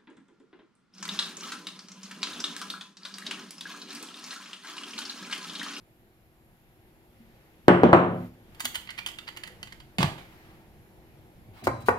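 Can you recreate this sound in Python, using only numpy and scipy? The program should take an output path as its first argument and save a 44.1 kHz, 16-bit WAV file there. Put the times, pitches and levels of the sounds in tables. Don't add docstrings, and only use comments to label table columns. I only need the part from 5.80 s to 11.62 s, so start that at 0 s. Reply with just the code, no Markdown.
import sys
import numpy as np
from scipy import signal
from scipy.fft import rfft, irfft, next_fast_len
from scipy.io import wavfile
from scipy.ndimage import uniform_filter1d, map_coordinates

SR = 44100
rng = np.random.default_rng(int(sys.argv[2]) if len(sys.argv) > 2 else 0)


def unload_audio(sound):
    columns = np.transpose(np.atleast_2d(sound))
    steps = np.round(np.clip(columns, -1, 1) * 32767)
    wavfile.write(sys.argv[1], SR, steps.astype(np.int16))


def elevation(decibels):
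    levels = np.asarray(decibels, float)
    return 10 ** (levels / 20)


N = 256662

# frequency_hz, left_minus_right_db
BOWL_SIDE = [(250, -0.5), (500, 3.5), (1000, 0.5), (2000, -4.5), (4000, 0), (12000, 3.5)]


def bowl():
    # start_s, peak_db, brightness_db, foot_bounce_hz, bounce_db
    knocks = [
        (1.8818, 9, 1, 352, -1.5),
        (2.0339, 4.5, -2.5, 376, -5),
        (2.1299, 9, -3, 619.6, -6.5),
    ]
    # frequency_hz, level_db
    knock_colour = [(30, -55), (60, -21.5), (100, -14), (180, -6.5), (350, -4.5), (700, -9), (1200, -14),
                    (2000, -22.5), (3200, -32), (5000, -53), (8000, -56.5), (16000, -78)]
    # frequency_hz, level_db, t60_s
    counter = [(107.3, -9, 0.71), (135.5, -9, 0.59), (178.6, 0.5, 0.55), (247.8, -12, 0.76),
               (348.2, 5, 0.39), (448, -13, 0.52), (536, -6, 0.47), (633, -8, 0.46), (740, -10, 0.46),
               (791.7, -5, 0.27)]
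    # frequency_hz, level_db, t60_s
    glass = [(5900, -67, .3), (7400, -63, .3)]
    t = np.arange(SR // 2) / SR
    out = np.zeros((2, N))
    for s, db, bright_db, foot_hz, foot_db in knocks:
        thud = elevation(foot_db - 60 * t / 0.042) * (1 - np.exp(-t / 0.0012)) * np.sin(2 * np.pi * foot_hz * t)
        ring = ringing(counter, t, uneven_db=2.2, rate=25)
        bowl_ring = ringing(glass, t, uneven_db=4, rate=60)
        tick = elevation(-43 + bright_db - 60 * t / 0.029) * rng.standard_normal(len(t))
        knock = blow(knock_colour, bright_db, length_s=0.0076, push=12)
        knock = np.pad(knock, (0, SR))[:len(t)]
        near = elevation(-21.5) * ring + bowl_ring + tick - thud - 0.27 * knock
        add(out, elevation(db) * knock, s, room_db=4.5, near=elevation(db) * near)
    out = filtered(out, lambda hz: (1j * hz / (1j * hz + 60)) ** 2)
    return ports(out, BOWL_SIDE)


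def ringing(modes, t, uneven_db, rate):
    total = np.zeros(len(t))
    for hz, db, t60 in modes:
        level_db = db - 60 * t / t60 + uneven_db * wobble(rate, count=len(t))
        total += elevation(level_db) * np.sin(2 * np.pi * hz * t)
    return total


def blow(colour, bright_db, length_s, push):
    t = np.arange(SR // 4) / SR
    x = rng.standard_normal(len(t)) * elevation(-60 * t / length_s) * (1 - np.exp(-t / 0.00029))
    x[round(.0008 * SR)] -= push
    tilt = [(1000, 0.003), (8000, bright_db)]
    x = filtered(x, lambda hz: causal(elevation(along(colour, hz) + along(tilt, hz))))
    return x / np.abs(x).max()


def sifter():
    # start_s, peak_db, brightness_db, rebound_db (unheard),
    # favoured_mode_hz
    drags = [
        (2.803, -18, -11.5, -22, 4584),
        (2.852, -14.5, -11.5, -10.5, 3380),
        (2.953, -17.5, -14, -11, 3110),
        (3.186, -23.5, -21.5, -11.5, 2334),
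        (3.674, -32.5, -16, -7, 1950),
        (3.477, -27.5, -26, -6.5, 4780),
        (3.57, -28.5, -15.5, -25, 1960),
    ]
    # start_s, peak_db, brightness_db, rebound_db (unheard),
    # favoured_mode_hz
    flicks = [(2.747, -43.5, -13.5, -22, 4482), (2.82, -34.5, -14.5, -15, 4600),
              (2.944, -29, -18.5, -14, 4550), (3.073, -34, -25.5, -19, 2090),
              (3.09, -29.5, -34, -18.5, 2060), (3.104, -30, -18.5, -21, 2090),
              (3.262, -17, -13.5, -9, 3080), (3.286, -28.5, -17.5, -2, 2987),
              (3.635, -25, -20.5, -4.5, 1930), (3.386, -26.5, -21.5, -2, 3630),
              (3.176, -32, -17.5, -4, 2406), (3.274, -25.5, -13, -3, 4970), (3.487, -28, -19.5, -9, 2007),
              (3.829, -25, -15.5, -35.5, 4450), (3.872, -38.5, -24, -19.5, 1960),
              (3.923, -32, -18.5, -11, 2042), (4.001, -40, -21, -18.5, 5120)]
    # start_s, peak_db, brightness_db, room_db
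    landing = [
        (4.184, -14.5, 5, 2),
        (4.206, -16, 0, 6.5),
        (4.229, -9.5, 0, -7.5),
        (4.243, -22.5, -15.5, -1),
        (4.379, -41.5, 2, 8.5),
    ]
    # frequency_hz, level_db
    landing_colour = [(150, -36), (250, -4.5), (468, -11.5), (519, -7.5), (748, -3), (1020, -11.5),
                      (1200, -5), (1350, -13), (3230, -14.5), (16000, -39)]
    # frequency_hz, left_minus_right_db
    tin_side = [(500, -0.5), (1000, -0.5), (2000, -12.5), (4000, -4.5), (8000, 4.5), (12000, 1.5)]
    lead_s = .007
    strike_rattle_s = 0.037
    flight_s, flight_s_per_db = 0.0071, 1.3
    t = np.arange(SR // 8) / SR - lead_s
    out = np.zeros((2, N))
    dragged = contact(t + lead_s, -8.5, rattle_s=0.038, rise_s=0.0023)
    dragged = dragged + contact(t, 0, strike_rattle_s, rise_s=.0017)
    flicked = contact(t, 0, strike_rattle_s, rise_s=0.00037)
    strikes = [(dragged, row) for row in drags] + [(flicked, row) for row in flicks]
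    for strike, (s, db, bright_db, rebound_db, grip_hz) in strikes:
        since_rebound = t - flight_s + flight_s_per_db * rebound_db
        rebound = contact(since_rebound, rebound_db, rattle_s=0.12, rise_s=0.0011)
        x = tinned(strike, grip_hz, bright_db) + tinned(rebound, 2020, bright_db + 3)
        add(out, elevation(db) * x / np.abs(x).max(), s - lead_s, room_db=-6.0)
    for s, db, bright_db, room_db in landing:
        add(out, elevation(db) * blow(landing_colour, bright_db, length_s=0.0222, push=2.8), s, room_db)
    return ports(out, tin_side)


def contact(t, db, rattle_s, rise_s):
    after = np.maximum(t, 0)
    return elevation(db - 60 * after / max(rattle_s, .004)) * (1 - np.exp(-after / max(rise_s, .0002)))


def tinned(envelope, grip_hz, bright_db):
    # frequency_hz, width_hz, level_db
    tin_modes = [(930, 126.5, 4.5), (2011, 87, -0.5), (3005, 240, 0), (3600, 35, -11.5), (4540, 260, 3),
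                 (5740, 110, -40.5), (7020, 220, 1), (9020, 65, 1)]
    # frequency_hz, level_db
    tin_colour = [(290, -53), (500, -18), (933, -9.5), (1400, -4.5), (2010, -5), (2460, -6), (3060, -3),
                  (5550, -14.5), (14700, -18.5), (16000, -32)]
    modes = tin_modes + np.outer(rng.normal(-3, 3, len(tin_modes)), [0, 0, 1])
    modes = np.vstack([modes, (grip_hz, 130, 3)])
    tilt = [(4500, 0), (7000, bright_db + 19.0)]

    def tin(hz):
        peaks = sum(elevation(level + 4.0) / (1 + ((hz - c) / w) ** 2) for c, w, level in modes)
        return elevation(along(tin_colour, hz)) * (1 + peaks)

    grit = elevation(3.3 * rng.standard_normal(len(envelope) // 20 + 1)).repeat(20)[:len(envelope)]
    x = rng.standard_normal(len(envelope)) * grit * envelope
    return filtered(x, lambda hz: causal(tin(hz) * elevation(along(tilt, hz))))


def board():
    # start_s, level_db, pitch_hz, t60_s
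    pushes = [(4.187, -15.5, 183.6, 0.12), (4.203, -16.5, 136, 0.12), (4.24, -11.5, 146, 0.059),
              (4.26, -28.5, 95, 0.17), (4.19, -28.5, 270, 0.14), (4.232, -35.5, 620, 0.0594),
              (2.9, -54.5, 80, 0.14), (1.4, -48.5, 230, 0.32), (1.56, -53, 110, 0.12),
              (2.1, -36.5, 410, .03), (2.84, -40, 250, 0.17), (5.58, -39.5, 105, 0.053),
              (5.689, -39, 100, 0.184), (5.66, -47.5, 92, 0.17), (3.7, -54, 500, 0.26)]
    t = np.arange(SR // 2) / SR
    out = np.zeros((2, N))
    for s, db, hz, t60 in pushes:
        envelope = elevation(db - 60 * t / t60) * (1 - np.exp(-t / 0.0023))
        add(out, envelope * np.sin(2 * np.pi * hz * t), s, room_db=-13)
    return ports(out, BOWL_SIDE)


def palms():
    # start_s, length_s, level_db
    strokes = [
        (4.33, 0.56, -60.5),
        (4.58, 0.418, -68),
        (5.73, 0.11, -57.5),
        (5.76, 0.12, -53),
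    ]
    # frequency_hz, level_db
    rub_colour = [(300, -44), (700, -3), (950, -3), (1500, -7.5), (2200, -6.5), (3500, -13.5), (4300, -15),
                  (6500, -26.5), (16000, -27)]
    return swells(strokes, rise=0.13) * elevation(2 * wobble(70)) * rush(rub_colour, patchy_db=1.5)


def kitchen():
    # time_s, lift_db
    settle = [(0, 2.8), (.45, 1.5), (.95, 5), (1.85, 6.5), (2.6, 9), (3.8, 10), (4.1, 8.5), (4.4, 10.5),
              (5.82, 10.5)]
    # start_s, length_s, level_db
    stirs = [
        (1.25, 1.8, -74),
        (2.62, 1.9, -64.5),
        (4.25, 0.68, -66.5),
    ]
    # frequency_hz, level_db
    fridge = [(108, -69), (142, -73), (240, -71), (320, -67), (360, -70), (398, -80), (480, -81),
              (530, -80), (671, -81)]
    # frequency_hz, level_db
    rumble_colour = [(5, -7.5), (50, -1), (100, -1.5), (200, -4), (235, -8.5), (260, -13), (330, -7.5),
                     (400, -11), (580, -14), (780, -13), (900, -16), (1300, -37), (2200, -120)]
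    # frequency_hz, level_db
    air_colour = [(350, -15), (600, -23), (815, -11), (1210, -10.5), (2060, -9.5), (5850, -23),
                  (9000, -30.5), (11700, -62), (19800, -120)]
    # frequency_hz, level_db
    hiss_colour = [(3530, -40.5), (6000, -33), (7080, -3), (7950, -15), (9940, -3), (11900, 3.5),
                   (13300, -2.5), (15500, -7), (16100, -31.5)]
    rumble_db, air_db, hiss_db = -65, -76.5, -77
    t = np.arange(N) / SR
    up_db = np.interp(t, *np.transpose(settle))
    stir = swells(stirs, rise=.15)
    hum = np.zeros(N)
    for hz, db in fridge:
        hum += elevation(db - 1 + 2 * wobble(5)) * np.sin(2 * np.pi * hz * t + .8 * wobble(5))
    hum *= elevation((rumble_db + up_db + 61) / 2)
    rumble = elevation(rumble_db + up_db + 0.69 * wobble(3.1)) * rush(rumble_colour, patchy_db=1.4)
    hiss_level = np.hypot(elevation(hiss_db + 0.33 * up_db), elevation(-8.5) * stir)
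    hiss = hiss_level * elevation(2.5) * rush(hiss_colour, patchy_db=1.5)
    air_level = np.hypot(elevation(air_db + 0.49 * up_db), stir)
    air = air_level * elevation(5.5) * rush(air_colour, patchy_db=1)
    return rumble + hum + air + hiss


def swells(rows, rise):
    u = np.array([(np.arange(N) / SR - s) / length for s, length, db in rows])
    shape = np.clip(np.minimum(u / rise, (1 - u) / (1 - rise)), 0, 1)
    power = elevation(np.array(rows)[:, 2]) ** 2
    return np.sqrt(power @ np.sin(np.pi / 2 * shape) ** 2)


def rush(spectrum, patchy_db):
    z = signal.stft(rng.standard_normal((2, N)), nperseg=512)[2]
    field = uniform_filter1d(rng.standard_normal(z.shape[1:]), size=6, axis=0)
    field = uniform_filter1d(field, size=14, axis=1)
    pair = signal.istft(z * elevation(patchy_db * unit(field)), nperseg=512)[1][:, :N]
    pair = ports(diffuse(pair), [(100, 0.45), (5000, 0.32)])
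    return unit(filtered(pair, lambda hz: elevation(along(spectrum, hz))))


def add(out, x, s, room_db, near=0):
    # frequency_hz, t60_s
    room_decay = [(100, 0.51), (300, 0.4), (1000, 0.36), (3000, 0.37), (6000, 0.324), (12000, 0.3906)]
    tail_s = .4
    noise = diffuse(rng.standard_normal((2, round(tail_s * SR))))
    hz, t, z = signal.stft(noise, SR, nperseg=256)
    tail = signal.istft(z * elevation(-60 * t / along(room_decay, hz)[:, None]), SR, nperseg=256)[1]
    tail = np.pad(tail / np.linalg.norm(tail[0]), ((0, 0), (round(.002 * SR), 0)))
    wet = elevation(room_db) * signal.fftconvolve(x[None], tail, axes=1)
    wet[:, :len(x)] += x + near
    start = round(s * SR)
    out[:, start:start + wet.shape[1]] += wet[:, :N - start]


def diffuse(pair):
    # frequency_hz, likeness (0-1)
    alike = [(60, 0.63), (250, 0.97), (500, 0.74), (1000, 0.618), (2000, 0.21), (8000, 0.033)]

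    def mid_side(hz):
        turn = np.arccos(np.clip(along(alike, hz), 0, 1)) / 2
        return np.array([np.cos(turn), np.sin(turn)])

    mid, side = filtered(pair, mid_side)
    return np.array([mid + side, mid - side])


def ports(pair, side):
    lead_s = 0.0002008
    turn = np.array([[.5], [-.5]])
    return filtered(pair, lambda hz: elevation(turn * along(side, hz)) * np.exp(2j * np.pi * hz * turn * lead_s))


def unit(x):
    return x / np.sqrt(np.mean(x ** 2) + 1e-20)


def along(points, hz):
    f, v = np.transpose(points)
    return np.interp(np.log(hz + 1), np.log(f + 1), v)


def wobble(rate, count=N):
    knots = rng.standard_normal(int(count * rate / SR) + 4)
    return map_coordinates(knots, [np.arange(count) * rate / SR])


def filtered(x, response):
    m = next_fast_len(x.shape[-1] + 4096)
    return irfft(rfft(x, m) * response(np.fft.rfftfreq(m, 1 / SR)), m)[..., :x.shape[-1]]


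def causal(gain):
    cep = irfft(np.log(np.maximum(gain, 1e-6)))
    half = len(cep) // 2
    return np.exp(rfft(np.r_[cep[0], 2 * cep[1:half], np.zeros(len(cep) - half)]))


def riding(x):
    lift_db, spell_s, spell_floor_db, spell_span_db = 6, .27, -29, 7
    press, knee_db, press_s = 0.47, -31.5, 0.035
    power = np.mean(x ** 2, axis=0)
    span = round(spell_s * SR)
    spell = np.abs(uniform_filter1d(power, size=span, origin=(span - 1) // 2))
    spell_db = 10 * np.log10(spell + 1e-12)
    keep = np.exp(-1 / (press_s * SR))
    now_db = 10 * np.log10(signal.lfilter([1 - keep], [1, -keep], power) + 1e-12)
    share = np.clip((spell_db - spell_floor_db) / spell_span_db, 0, 1)
    return share * (lift_db - press * np.maximum(now_db - knee_db, 0))


def scene():
    return bowl() + sifter() + board() + palms() + kitchen()


def top_cut(x):
    return signal.sosfilt(signal.butter(12, 16290, fs=SR, output="sos"), x)


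def record(dry):
    x = filtered(dry, lambda hz: 1j * hz / (1j * hz + 4))
    x = x * elevation(riding(x))
    x = x / (1 + np.abs(x / .99) ** 16) ** (1 / 16)
    return top_cut(x)


dry = scene()
out = record(dry)
unload_audio(out)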